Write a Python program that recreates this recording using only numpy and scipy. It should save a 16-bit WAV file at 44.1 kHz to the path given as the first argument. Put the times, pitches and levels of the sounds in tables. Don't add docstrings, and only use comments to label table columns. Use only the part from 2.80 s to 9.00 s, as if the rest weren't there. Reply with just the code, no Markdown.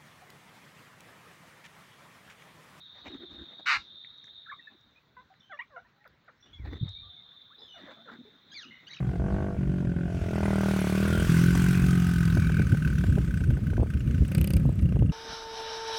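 import sys
import numpy as np
from scipy import signal
from scipy.fft import rfft, irfft, next_fast_len
from scipy.io import wavfile
from scipy.ndimage import uniform_filter1d, map_coordinates

SR = 44100
rng = np.random.default_rng(int(sys.argv[2]) if len(sys.argv) > 2 else 0)


def natural_amplitude(level_db):
    exponent = np.asarray(level_db, float) / 20
    return 10 ** exponent


def wav_out(sig):
    wavfile.write(sys.argv[1], SR, np.round(np.clip(np.atleast_2d(sig).T, -1, 1) * 32767).astype(np.int16))


N = 273420


def unit(x):
    return x / np.sqrt(np.mean(np.abs(x) ** 2) + 1e-20)


def along(points, hz):
    f, v = np.transpose(points)
    return np.interp(np.log(hz + 1), np.log(f + 1), v)


def curves(rows, whole=True):
    s, *cols = np.transpose(rows)
    if whole:
        i = np.arange(N)
    else:
        i = np.arange(int(s[0] * SR), min(N, int(s[-1] * SR)))
    return i, *[np.interp(i / SR, s, c) for c in cols]


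def wobble(rate, size=N):
    knots = rng.standard_normal(int(size * rate / SR) + 4)
    return map_coordinates(knots, [np.arange(size) * rate / SR])


def coloured(x, spectrum):
    m = next_fast_len(len(x) + 4096)
    gain = natural_amplitude(along(spectrum, np.fft.rfftfreq(m, 1 / SR)))
    return irfft(rfft(x, m) * gain, m)[:len(x)]


def rush(spectrum, patchy_db):
    z = signal.stft(rng.standard_normal(N), nperseg=512)[2]
    field = uniform_filter1d(rng.standard_normal(z.shape), 6, 0)
    field = uniform_filter1d(field, 8, 1)
    noise = signal.istft(z * natural_amplitude(patchy_db * unit(field)), nperseg=512)[1][:N]
    return unit(coloured(noise, spectrum))


def whistle(pitch, level_db, overtones_db, rough, edge_s=0.0037):
    n = len(pitch)
    phase = 2 * np.pi * np.cumsum(pitch + 90 * rough * wobble(300, size=n)) / SR
    tone = np.zeros(n)
    for k, db in enumerate(overtones_db):
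        shake = 1 - 0.56 * rough + rough * (wobble(300, size=n) + 0.31 * wobble(1400, size=n))
        tone += natural_amplitude(db + 4.5) * shake * np.sin((k + 1) * phase)
    nearest_end = np.minimum(np.arange(n), np.arange(n)[::-1])
    return natural_amplitude(level_db) * np.clip(nearest_end / (edge_s * SR), 0, 1) * tone


def glide(s, length, first_hz, last_hz, db, turn, sag, rise_db, fall_db):
    turn = np.clip(turn, .05, .95)
    turn_hz = sag * (first_hz + turn * (last_hz - first_hz))
    start = (s, first_hz, db - rise_db)
    end = (s + length, last_hz, db - fall_db)
    return [start, (s + turn * length, turn_hz, db), end]


def shaped(*flocks):
    calls = []
    for kind, rows in flocks:
        for row in rows:
            corners = glide(*row, kind["turn"], kind["sag"], kind["rise_db"], kind["fall_db"])
            calls.append((corners, kind["overtones_db"], kind["rough"]))
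    return calls


MOUTH_HZ = 2050


def sung(calls, dulling=0):
    out = np.zeros(N)
    for corners, overtones_db, rough in calls:
        i, pitch, level_db = curves(corners, whole=False)
        dulled_db = []
        for k, db in enumerate(overtones_db):
            above_hz = np.maximum((k + 1) * pitch - MOUTH_HZ, 0)
            dulled_db.append(db - dulling * above_hz / 1000)
        out[i] += whistle(pitch, level_db, dulled_db, rough)
    return out


# f/Hz, level/dB (per Hz)
TOWN_COLOUR = [(60, -19), (100, -1), (155, 1), (370, -9.5), (800, -14), (1500, -9.5), (2300, -16.5),
               (2900, -22), (3250, -22.5), (3700, -24.5), (4200, -22), (4900, -29), (6400, -32.5),
               (7800, -44), (10000, -73)]
# t/s, level/dB
TOWN_LEVEL = [(0.0, -65), (0.45, -66), (1.5, -67.5), (3.0, -68.5), (3.49, -68.5), (3.78, -67.5),
              (4.73, -68.5), (5.09, -65.5), (5.7, -64.5), (5.94, -64.5), (6.2, -61.5)]


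def town():
    _, level_db = curves(TOWN_LEVEL)
    hiss = natural_amplitude(-101 + 2.2 * wobble(28)) * rng.standard_normal(N)
    return natural_amplitude(level_db + 2.0 + wobble(6.6)) * rush(TOWN_COLOUR, patchy_db=2.0) + hiss


# t/s, half width/s, level/dB
GUSTS = [(.3, 0.083, -54), (0.568, 0.079, -52.5), (.95, 0.064, -56), (3.6, 0.025, -54),
         (3.77, 0.067, -49.5), (3.9, 0.086, -40.5), (4.1, 0.14, -49.5), (4.239, 0.036, -56),
         (4.4, 0.017, -62.5), (4.999, 0.061, -65.5), (5.32, 0.029, -60)]
# f/Hz, level/dB (per Hz)
RUMBLE = [(15, -39.5), (35, -5.5), (70, 5), (110, -2.5), (170, -18), (280, -29.5), (450, -72)]
# t/s, peak level/dB, swing f/Hz, half width/s
THUMPS = [
    (4.0157, -20.5, 116, 0.0032),
    (4.033, -16, 122.3, 0.0068),
    (4.061, -27.5, 128, 0.0045),
    (4.094, -34.5, 97, 0.025),
    (3.805, -32.5, 81, 0.0086),
    (3.851, -36.5, 106, 0.0048),
    (3.957, -31.5, 93, 0.0043),
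]


def air():
    t = np.arange(N) / SR
    strength = natural_amplitude(-75.5) * np.ones(N)
    for s, width, db in GUSTS:
        strength += natural_amplitude(db) * np.exp(-((t - s) / width) ** 2)
    out = strength * unit(natural_amplitude(0.75 * wobble(18)) * rush(RUMBLE, patchy_db=4.0))
    for s, db, hz, width in THUMPS:
        swell = np.exp(-((t - s) / width) ** 2)
        out -= natural_amplitude(db) * swell * np.cos(2 * np.pi * hz * (t - s))
    return out


# t/s, level/dB, centre f/Hz
CICADAS = [(0.0, -51, 3668), (0.21, -53, 3720), (0.48, -48.5, 3673), (0.74, -50.5, 3676), (1.07, -51, 3694),
           (1.23, -47, 3600), (1.33, -52.5, 3659), (1.59, -49, 3657), (2.09, -69.5, 3658),
           (2.26, -85.5, 3645), (3.0, -102, 3637), (3.83, -80, 3556), (3.97, -52, 3600), (4.11, -47, 3696),
           (4.23, -49, 3620), (4.66, -57, 3570), (5.16, -58, 3580), (5.44, -63, 3565), (6.2, -68.5, 3700)]
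# pitch ratio, width f/Hz, level/dB
CHORUS = [(.905, 86.4, -15.5), (0.988, 39.3, -5), (1.015, 54.7, -4), (1.09, 109.5, -13.5),
          (1.17, 149.7, -23.5), (1.01, 204, -5)]


def cicadas():
    _, level_db, centre = curves(CICADAS)
    song = np.zeros(N)
    centre = centre * (1 + .007 * wobble(13))
    for ratio, width, db in CHORUS:
        phase = 2 * np.pi * np.cumsum(centre * ratio * (1 + 0.0071 * wobble(5))) / SR
        pole = np.exp(-2 * np.pi * width / SR)
        tremble = signal.lfilter([1], np.poly([pole, pole, pole]), rng.standard_normal((2, N)))
        voice = unit(tremble[0] * np.cos(phase) + tremble[1] * np.sin(phase))
        song += natural_amplitude(db + 0.68 * wobble(6.5)) * voice
    return natural_amplitude(level_db) * unit(song * natural_amplitude(0.16 * wobble(120)))


# f/Hz, level/dB (per Hz)
GROVE_COLOUR = [(2900, -29), (3350, 1.5), (3700, 5), (4100, 2), (4600, -36.5)]
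# t/s, level/dB
GROVE_LEVEL = [(0, -67.5), (2.1, -72.5), (2.7, -78.5), (3.8, -81), (4.6, -68.5), (5.3, -68), (6.2, -68.5)]


def grove():
    return natural_amplitude(curves(GROVE_LEVEL)[1]) * rush(GROVE_COLOUR, patchy_db=2.5)


# t/s, length/s, feather rush level/dB, air push level/dB
FLAPS = [(0.159, 0.019, -57.5, -70), (3.668, .015, -60.5, -72), (0.192, 0.098, -57.5, -73),
         (0.268, 0.047, -42.5, -45), (0.313, 0.036, -51.5, -46), (0.352, 0.039, -49, -42.5),
         (0.425, 0.077, -58, -49.5), (0.534, 0.077, -54.5, -49.5), (0.611, 0.07, -57, -49.5),
         (0.708, 0.17, -60.5, -62), (0.802, 0.02, -53, -52), (0.932, 0.21, -67, -60.5),
         (1.482, 0.029, -62.5, -98), (1.925, 0.054, -64, -66.5), (1.949, 0.021, -75, -60),
         (3.689, 0.11, -64.5, -65), (3.797, 0.02, -66, -52), (3.867, 0.063, -53, -45),
         (3.933, 0.016, -54, -35), (3.945, 0.099, -53.5, -45.5), (4.043, 0.047, -64, -45.5),
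         (4.083, 0.058, -60.5, -81), (4.843, 0.16, -64, -66), (4.992, 0.051, -53.5, -65),
         (5.031, 0.074, -57, -49.5), (5.107, 0.11, -54, -55), (5.276, 0.08, -65, -68),
         (5.335, 0.092, -56.5, -49), (5.54, 0.064, -65, -60.5), (5.702, 0.14, -71, -60),
         (5.882, 0.08, -77, -55.5), (6.042, 0.026, -63, -55.5)]
# f/Hz, level/dB (per Hz)
FEATHERS = [(300, -15.5), (500, 2.5), (1000, -1), (1830, -1), (2670, -12.5), (3720, -6), (5120, -25.5),
            (6200, -25.5), (8500, -43), (12500, -59), (15800, -53)]
# f/Hz, level/dB (per Hz)
PUSH = [(90, -44.5), (170, -4), (280, 2.5), (400, -7), (600, -23), (900, -69)]


def wings():
    feather, push = np.zeros(N), np.zeros(N)
    t = np.arange(N) / SR
    for s, length, rush_db, push_db in FLAPS:
        swell = np.exp(-(2.34 * (t - s) / length) ** 2)
        feather += natural_amplitude(rush_db) * swell
        push += natural_amplitude(push_db) * swell
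    grain = unit(natural_amplitude(2.3 * wobble(300) + 2.2 * wobble(70)))
    return feather * grain * rush(FEATHERS, patchy_db=3.5) + push * rush(PUSH, patchy_db=1.5)


# f/Hz, level/dB
TONE_COLOUR = [(200, -1.5), (4600, 4.5), (5300, -1.5), (6300, 2), (6900, -10), (7200, -34), (8800, -47)]
# roughness, overtone levels/dB, turn (share of length), pitch sag, rise and fall/dB
HUM = dict(rough=0.18, overtones_db=[-2.5, -24.5], turn=0.65, sag=1.032, rise_db=2.5, fall_db=3)
# t/s, length/s, first f/Hz, last f/Hz, level/dB
HUMS = [
    (.29, 0.06, 326, 303, -48.5),
    (0.401, 0.056, 321.4, 346, -44),
    (.575, .08, 296.6, 350, -51),
    (5.17, 0.091, 215, 215.6, -55.5),
    (5.385, 0.034, 220, 244, -40.5),
    (5.449, 0.046, 415, 426.5, -52),
    (5.849, 0.092, 227.3, 214, -51.5),
]


def feather_hums():
    return coloured(sung(shaped((HUM, HUMS))), TONE_COLOUR)


# f/Hz, time/s
WALLS = [(300, 0.2), (2000, 0.12), (6000, 0.26), (12000, 0.027)]


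def walls(x):
    hz, t, z = signal.stft(rng.standard_normal(SR // 2), SR, nperseg=256)
    decay = natural_amplitude(-60 * t / along(WALLS, hz)[:, None])
    tail = signal.istft(z * decay, SR, nperseg=256)[1]
    delayed = np.pad(x, (400, 0))
    return signal.fftconvolve(delayed, tail / np.linalg.norm(tail))[:N]


# t/s, f/Hz, level/dB
SQUAWK = [
    (.857, 1224, -35),
    (.865, 1286, -31),
    (.872, 1312, -26),
    (.893, 1312, -23),
    (.903, 1091, -22.5),
    (.93, 1039, -23.5),
    (.973, 975, -30.5),
    (.98, 995, -56.5),
]
# f/Hz, level/dB (per Hz)
THROAT = [(450, -41), (750, -14.5), (1150, -6), (1400, 0.5), (1700, -4), (2050, -0.5), (2700, -7),
          (3250, -8), (4100, -10.5), (4900, -19), (7500, -33.5), (9000, -51), (11500, -49), (15800, -59)]
# f/Hz, level/dB
SIDE_BRANCH = [(2900, 0), (3280, -15), (3700, 0)]
# t/s, level/dB
CHOP = [(.855, 4), (.925, 3.5), (.945, 1.5)]


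def squawk():
    i, pitch, level_db = curves(SQUAWK, whole=False)
    n = len(i)
    chop = np.cos(2 * np.pi * (139 * (i / SR - .8715) + 0.049 * wobble(48.9, size=n)))
    bent = pitch * (1 + 0.18 * chop + 0.055 * wobble(400, size=n))
    phase = 2 * np.pi * np.cumsum(bent) / SR
    voice = np.zeros(n)
    for k in range(1, 12):
        db = -7 * (k == 3) + 2.9 * (k == 4) + 2.2 * (k > 1) * wobble(505, size=n)
        voice += natural_amplitude(db) * np.cos(k * phase + 2.1 * k * k)
    halfway = np.cos(3 * phase / 2) + np.cos(5 * phase / 2)
    voice = unit(voice) + natural_amplitude(-9.5) * halfway
    share = .2
    source = np.sqrt(1 - share) * voice + np.sqrt(share) * rng.standard_normal(n)
    gate = natural_amplitude(np.interp(i / SR, *np.transpose(CHOP)) * chop)
    call = coloured(coloured(source * gate, THROAT), SIDE_BRANCH)
    onset = np.clip((i - i[0]) / (.004 * SR), 0, 1)
    out = np.zeros(N)
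    out[i] = natural_amplitude(level_db) * onset * unit(call)
    return out


# t/s, peak level/dB, centre f/Hz
TICKS = [(1.247, -38, 1940), (1.3776, -64.5, 5897), (1.442, -53.5, 5800), (1.442, -45, 1630),
         (1.456, -63, 6460), (1.468, -67, 6016), (1.48, -46.5, 1830), (2.01, -65, 5600),
         (2.54, -51.5, 1950), (2.881, -61, 3540), (3.243, -47, 1790), (3.276, -57.5, 3500),
         (3.277, -60, 4900), (3.277, -65.5, 13050), (3.277, -83, 8950), (3.317, -81, 6040),
         (3.445, -78, 11900), (4.0911, -50.5, 5360), (4.091, -59, 1600), (4.518, -54, 1800),
         (4.62, -47, 3700)]


def ticks():
    out, t = np.zeros(N), np.arange(SR // 100) / SR
    for s, db, hz in TICKS:
        ring = np.sin(2 * np.pi * hz * t + wobble(0.35 * hz, size=len(t)))
        fade = natural_amplitude(db + 2.0 - 60 * t / 0.012)
        out[round(s * SR):][:len(t)] += fade * (1 - np.exp(-t / 0.00022)) * ring
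    return out


# t/s, length/s, first f/Hz, last f/Hz, level/dB.
CHUCK = dict(rough=0.29, overtones_db=[-4, -1, -20.5, -28.5],
         turn=0.38, sag=.88, rise_db=-1.5, fall_db=12.5)
CHUCKS = [
    (2.961, 0.045, 754, 777, -44.5),
]
SLIDE = dict(rough=0.099, overtones_db=[-1.5, -2.5, -7.5], turn=0.57, sag=0.93, rise_db=14, fall_db=5)
SLIDES = [
    (2.901, 0.09, 656, 469, -55),
]
HOOT = dict(rough=0.055, overtones_db=[-17.5, -1.3, -8, -17], turn=0.5, sag=0.97, rise_db=-3, fall_db=4.5)
HOOTS = [
    (2.366, 0.049, 509, 523, -52.5),
]
MUTTER = dict(rough=0.41, overtones_db=[1.5, -5, -17, -31], turn=0.54, sag=0.94, rise_db=2.5, fall_db=7)
MUTTERS = [
    (4.78, 0.0715, 421, 477, -62.5),
    (5.165, 0.07, 685, 725, -61),
]
PIP = dict(rough=0.19, overtones_db=[-4], turn=0.23, sag=1, rise_db=3.5, fall_db=2)
PIPS = [(1.81, 0.1, 2700, 2564, -70), (1.79, 0.019, 1930, 1800, -49.5), (1.87, 0.016, 1740, 1760, -45),
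        (2.155, 0.036, 2420, 2515, -62.5), (2.77, 0.017, 2130, 2600, -59), (3.78, 0.07, 2430, 1800, -62),
        (4.226, 0.065, 1160, 1200, -61), (4.366, 0.055, 2230, 2080, -69), (4.148, 0.075, 2250, 2400, -66),
        (4.285, 0.096, 720, 715, -68.5), (4.435, 0.043, 720, 810, -77), (4.4, .055, 730, 700, -74),
        (4.7, 0.044, 970, 1800, -58.5), (6.8, 0.13, 680, 950, -62), (4.53, 0.038, 1100, 1200, -68.5),
        (2.5, .034, 750, 760, -56.5), (3.17, 0.11, 800, 870, -69), (3.045, .03, 1000, 990, -63.5),
        (3.045, .03, 1700, 1960, -66), (5.01, 0.059, 1900, 2000, -59.5), (2.736, 0.018, 2750, 2850, -63.5),
        (3.462, 0.025, 4150, 3600, -76), (3.503, 0.025, 2800, 2900, -79), (3.73, .05, 2200, 2100, -66),
        (3.205, 0.028, 1950, 1800, -65)]
# t/s, f/Hz, level/dB.
WARBLE = [
    (1.658, 1871, -55),
    (1.672, 1325, -51.5),
    (1.682, 1283, -53.5),
    (1.696, 1700, -45),
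    (1.708, 1790, -46),
    (1.718, 1186, -44.5),
    (1.726, 1070, -41),
    (1.743, 1265, -45.5),
]
UPSWEEP = [
    (2.789, 980, -40),
    (2.8, 922, -41),
    (2.815, 1086, -45.5),
    (2.828, 1220, -48.5),
]
TUMBLE = [
    (2.695, 810, -57.5),
    (2.716, 771, -47),
    (2.736, 591, -46),
    (2.77, 562, -58),
]
SCREECH = [
    (5.713, 1566, -58.5),
    (5.738, 1680, -49),
    (5.744, 2230, -54.5),
    (5.752, 2430, -50.5),
    (5.78, 2104, -48),
    (5.855, 1170, -55),
]


def chirps():
    ajar = [(UPSWEEP, [-5.5, 3.5, 7.5, 11.5], .2)]
    shut = [(WARBLE, [-1.4, .5], .2), (TUMBLE, [-6, -3, -4], .08)]
    shut += shaped((SLIDE, SLIDES))
    wide = [(SCREECH, [-4.5, -3, -11.5, -8.5, -16], .35)]
    wide += shaped((CHUCK, CHUCKS), (HOOT, HOOTS), (MUTTER, MUTTERS), (PIP, PIPS))
    return coloured(sung(ajar, dulling=24) + sung(shut, dulling=70) + sung(wide), TONE_COLOUR)


# roughness, overtone levels/dB, turn (share of length), pitch sag, rise and fall/dB
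CRY = dict(rough=0.47, overtones_db=[0, -22], turn=0.22, sag=1, rise_db=-2.5, fall_db=11)
SEEP = dict(rough=.6, overtones_db=[0], turn=.3, sag=1, rise_db=3, fall_db=14)
# t/s, length/s, first f/Hz, last f/Hz, level/dB
CRIES = [(2.603, .018, 3430, 3650, -60), (2.619, 0.12, 3140, 2970, -67.5), (2.71, 0.03, 3400, 3370, -56),
         (3.623, 0.046, 3460, 3590, -59.5), (3.655, 0.082, 2880, 3050, -66), (3.68, 0.046, 3170, 3270, -67),
         (3.73, 0.037, 3363, 3350, -51), (4.781, 0.028, 3920, 4000, -55), (5.703, 0.037, 3960, 4020, -60),
         (5.738, 0.073, 3530, 3570, -53.5), (5.848, 0.15, 2907, 2946, -57), (5.906, 0.15, 2090, 2000, -54),
         (6.1, 0.11, 3940, 3720, -55)]
SEEPS = [
    (2.597, 0.02, 5630, 5470, -63.5),
    (2.74, 0.042, 5500, 5700, -77),
    (2.794, 0.015, 5600, 5600, -73.5),
    (3.559, .13, 5340, 5420, -83),
    (3.745, .05, 5420, 5670, -78),
    (3.6, 0.087, 5650, 5800, -69),
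    (4.784, 0.1, 5090, 5070, -64),
]
# t/s, f/Hz, level/dB
DESCENT = [
    (4.818, 3530, -48),
    (4.835, 3460, -54),
    (4.865, 3375, -64),
    (4.888, 3080, -61),
    (4.925, 2966, -55.5),
    (4.98, 2890, -64),
]


def far_calls():
    calls = shaped((CRY, CRIES), (SEEP, SEEPS)) + [(DESCENT, [0, -15], .3)]
    direct = coloured(sung(calls), TONE_COLOUR)
    return natural_amplitude(-2.5) * direct + natural_amplitude(-9.5) * walls(direct)


# roughness, overtone levels/dB, turn (share of length), pitch sag, rise and fall/dB
CROAK = dict(rough=.18, overtones_db=[-2, 0, 2, 1, 0, -1], turn=.45, sag=.9, rise_db=-1, fall_db=9)
# t/s, length/s, first f/Hz, last f/Hz, level/dB
CROAKS = [
    (3.25, .031, 810, 373, -57),
    (3.478, 0.03, 822, 392, -55),
    (5.314, 0.0359, 458, 359, -58.5),
]
# t/s, f/Hz, level/dB
GRUMBLES = [
    [(5.255, 614, -64), (5.276, 476, -59.5), (5.29, 461, -51), (5.308, 460, -51)],
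    [(5.063, 601, -56), (5.075, 579, -54), (5.097, 534.5, -53), (5.138, 498, -65.5)],
    [(4.94, 820, -59), (4.97, 687, -59), (5.005, 595, -59)],
]
# f/Hz, level/dB
CROP = [(200, -28), (550, 0.5), (950, -7.5), (1450, 2), (1750, -3), (2200, -11.5), (2800, -31)]


def croaks():
    grumbles = [(corners, [4, -2, 2, -5], .45) for corners in GRUMBLES]
    return coloured(sung(shaped((CROAK, CROAKS)) + grumbles), CROP)


# t/s, mean f/Hz, level/dB, pitch swing (share)
TRILL = [
    (6.066, 1318, -61, 0.003),
    (6.082, 1578, -46.5, 0.0089),
    (6.098, 1876, -53, 0.065),
    (6.122, 2076, -47, 0.062),
    (6.138, 1918, -47, 0.18),
    (6.148, 1648, -51.5, .19),
    (6.17, 1575, -51, 0.2),
    (6.199, 1456, -59.5, 0.17),
]
# f/Hz, level/dB
TRILL_NOTCH = [(3120, 0), (3430, -12), (3750, 0)]


def trill():
    swing_hz, middle_hz = 47.7, 1730
    out = np.zeros(N)
    i, pitch, level_db, depth = curves(TRILL, whole=False)
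    pitch = pitch * (1 + depth * np.cos(2 * np.pi * swing_hz * (i / SR - 6.137)))
    height = np.log(pitch / middle_hz)
    overtones_db = [-8 + 15 * height, -5 - 25 * height, -16, -18 - 18 * height]
    out[i] = whistle(pitch, level_db, overtones_db, rough=0.6)
    return coloured(coloured(out, TRILL_NOTCH), TONE_COLOUR)


def scene():
    backdrop = town() + air() + cicadas() + grove() + wings()
    flock = feather_hums() + squawk() + ticks() + chirps() + croaks() + trill()
    mono = backdrop + flock + natural_amplitude(-14.5) * walls(flock) + far_calls()
    return np.array([mono, mono])


def top_cut(x):
    return signal.sosfilt(signal.butter(12, 15940, fs=SR, output="sos"), x)


# f/Hz, level/dB
CAPSULE = [(20, -11), (45, -5.5), (80, -4), (13300, 0.5), (14300, 11.5), (15300, 19.5), (16500, 12)]
# f/Hz, level/dB
BAND_EDGE = [(15870, 0), (15950, -60)]


def record(dry):
    mix = np.array([coloured(coloured(x, CAPSULE), BAND_EDGE) for x in dry])
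    return top_cut(mix)


dry = scene()
out = record(dry)
wav_out(out)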